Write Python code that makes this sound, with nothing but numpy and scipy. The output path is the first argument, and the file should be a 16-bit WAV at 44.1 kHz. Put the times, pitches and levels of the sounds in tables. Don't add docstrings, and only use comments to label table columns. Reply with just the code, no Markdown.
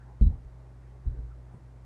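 import sys
import numpy as np
from scipy import signal
from scipy.fft import rfft, irfft, next_fast_len
from scipy.io import wavfile
from scipy.ndimage import map_coordinates

SR = 44100
rng = np.random.default_rng(int(sys.argv[2]) if len(sys.argv) > 2 else 0)


def to_wav(s):
    ch = np.atleast_2d(s).T
    pcm = np.round(np.clip(ch, -1, 1) * 32767)
    wavfile.write(sys.argv[1], SR, pcm.astype(np.int16))


N = 81585

# f/Hz, level/dB
DRONE_OVERTONES = [(308, -78.5), (366, -73.5), (631, -80), (788, -81), (903, -79.5), (1129, -87),
                   (1890, -90.5), (2100, -91)]
# f/Hz, relative density/dB
AIR_SPECTRUM = [(25, -14.5), (55, 2.5), (100, 3), (200, -4.5), (400, -8), (700, -12.5), (1000, -15.5),
                (2000, -23.5), (2900, -32.5), (5000, -34.5), (9000, -38), (11500, -45.5), (15000, -55)]
# middle t/s, length/s, level/dB, centre f/Hz, width/octaves
NOISE_SWELLS = [(0.022, 0.1, -68.5, 1540, 0.21), (0.102, 0.068, -60.5, 840, 0.23),
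                (0.328, 0.076, -63.5, 668, 0.51), (0.638, 0.13, -66.5, 650, .6),
                (0.859, 0.085, -74, 1796, .3), (0.901, 0.04, -82, 3160, 0.057),
                (0.952, 0.053, -64, 506, 0.62), (1.14, 0.13, -59.5, 334, 0.48),
                (1.165, 0.15, -77.5, 1540, 0.18), (1.17, 0.14, -47, 119, 0.14),
                (1.316, 0.037, -68.5, 1260, 0.22), (1.387, 0.053, -65, 525, 0.36),
                (1.536, 0.062, -63.5, 737, 0.61), (1.554, 0.049, -84.5, 8700, 0.13)]
# t/s, force level/dB, softness (time constant)/ms, rumble level/dB, slap level/dB
CONTACTS = [(0.2112, 2, 0.52, -38, -40.5), (0.2169, .2, 0.74, -43, -60), (0.2563, 0.5, 0.94, -46.5, -65),
            (0.2831, -16.5, 0.94, -44, -62), (0.317, -20.5, 0.8, -45.5, -59), (0.4438, -22, 2.13, -57, -59),
            (1.054, -22, 1.33, -55.5, -60), (1.0622, -2.5, 1.64, -56, -69), (1.0701, -9, 1.78, -54, -68),
            (1.169, -22, 2.1, -56.5, -72), (1.1853, -17.5, 2.7, -45, -72), (1.221, -22, 2.8, -59, -68),
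            (1.538, -32, 2.3, -46.5, -55)]
# f/Hz, level/dB, T60/s
FLOOR_RESONANCES = [(37.3, -18, .24), (74.7, -1.5, 0.075), (85, -5.5, 0.097), (121.3, -16.5, 0.085),
                    (129.4, -13, 0.035), (147.5, -28, 0.19), (168, -43.5, 0.053), (202.9, -22.5, 0.22),
                    (256, -27, 0.27)]
# f/Hz, level/dB, T60/s
ROOM_MODES = [(58.38, -15, 0.58), (118.6, -36, 0.61)]
# f/Hz, relative density/dB
SLAP_SPECTRUM = [(100, -15), (300, 3.5), (520, 3.5), (750, -17.5), (1300, -29.5), (3000, -51.5),
                 (8000, -91.5)]
# f/Hz, relative density/dB
RUMBLE_SPECTRUM = [(25, -19.5), (50, -3.5), (130, 3.5), (190, -2.5), (270, -5.5), (350, -11.5), (600, -25),
                   (1000, -37.5), (2500, -71.5), (8000, -100)]
BUZZ_DEPTHS = [-51.5, -67.5, -77.5]

DRONE_HZ, DRONE_DB, DRONE_WAVER_DB = 58.3, -49.5, 0.8
MAINS_HZ, MAINS_DB = 123.1, -52.5
AIR_DB, AIR_WAVER_DB = -58, -0.21
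LOW_CUT_HZ, BUZZ_HZ, BAND_LIMIT_HZ = 21.4, 3900, 15200


def amp(db):
    return 10 ** (np.asarray(db) / 20)


def unit(x):
    return x / np.sqrt(np.mean(x ** 2) + 1e-20)


def since(start_s):
    return np.maximum(np.arange(N) / SR - start_s, 0)


def filtered(x, response):
    size = next_fast_len(N + SR)
    return irfft(rfft(x, size) * response(np.fft.rfftfreq(size, 1 / SR)), size)[:N]


def noise(spectrum):
    f, db = np.transpose(spectrum)
    response = lambda hz: amp(np.interp(np.log(hz + 1), np.log(f + 1), db))
    return unit(filtered(rng.standard_normal(N), response))


def wobble(rate):
    return map_coordinates(rng.standard_normal(256), [np.arange(N) * rate / SR], mode="mirror")


def ring(hz, db, t60_s):
    t = since(0)
    return amp(db - 60 * t / t60_s) * np.sin(2 * np.pi * hz * t)


def burst(start_s, db, spectrum, rise_s, t60_s):
    t = since(start_s)
    return noise(spectrum) * (1 - np.exp(-t / rise_s)) * amp(db - 60 * t / t60_s)


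def hum():
    t = since(0)
    drone = amp(DRONE_DB + DRONE_WAVER_DB * wobble(rate=5.5)) * np.sin(2 * np.pi * DRONE_HZ * t)
    whines = sum(amp(db) * np.sin(2 * np.pi * hz * t + wobble(rate=14)) for hz, db in DRONE_OVERTONES)
    mains = amp(MAINS_DB) * np.sin(2 * np.pi * MAINS_HZ * t)
    return np.sqrt(2) * (drone + whines + mains)


def room_air():
    return amp(AIR_DB + AIR_WAVER_DB * wobble(rate=6.5)) * noise(AIR_SPECTRUM)


def brushes_and_lingering_rumble():
    t, sound = since(0), np.zeros(N)
    for middle_s, length_s, db, centre_hz, octaves in NOISE_SWELLS:
        band = lambda hz: np.exp(-.5 * (np.log2((hz + 1) / centre_hz) / octaves) ** 2)
        envelope = amp(db) * np.exp(-2 * ((t - middle_s) / length_s) ** 2)
        sound += envelope * unit(filtered(rng.standard_normal(N), band))
    return sound


def thumps():
    force = np.zeros(N)
    for start_s, db, softness_ms, _, _ in CONTACTS:
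        age = since(start_s) * 1000 / softness_ms
        push = age ** 2 * np.exp(-age)
        force += amp(db) * push / push.sum()
    floor = sum((-1) ** k * ring(*mode) for k, mode in enumerate(FLOOR_RESONANCES))
    room = sum(ring(*mode) for mode in ROOM_MODES)
    return signal.fftconvolve(force, floor - room)[:N]


def slaps():
    return sum(burst(start_s, db, SLAP_SPECTRUM, rise_s=0.00041, t60_s=0.047)
               for start_s, _, _, _, db in CONTACTS)


def rumble():
    return sum(burst(start_s, db, RUMBLE_SPECTRUM, rise_s=0.0019, t60_s=0.3)
               for start_s, _, _, db, _ in CONTACTS)


def scene():
    return (hum() + room_air() + brushes_and_lingering_rumble() + thumps() + slaps() + rumble())[None]


def record(dry):
    t = since(0)
    sound = signal.sosfilt(signal.butter(2, LOW_CUT_HZ, "high", fs=SR, output="sos"), dry[0])
    carriers = sum(amp(db) * np.cos(2 * np.pi * k * BUZZ_HZ * t) for k, db in enumerate(BUZZ_DEPTHS, 1))
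    return filtered(sound * (1 + carriers), lambda hz: hz < BAND_LIMIT_HZ)[None]


dry = scene()
out = record(dry)
to_wav(out)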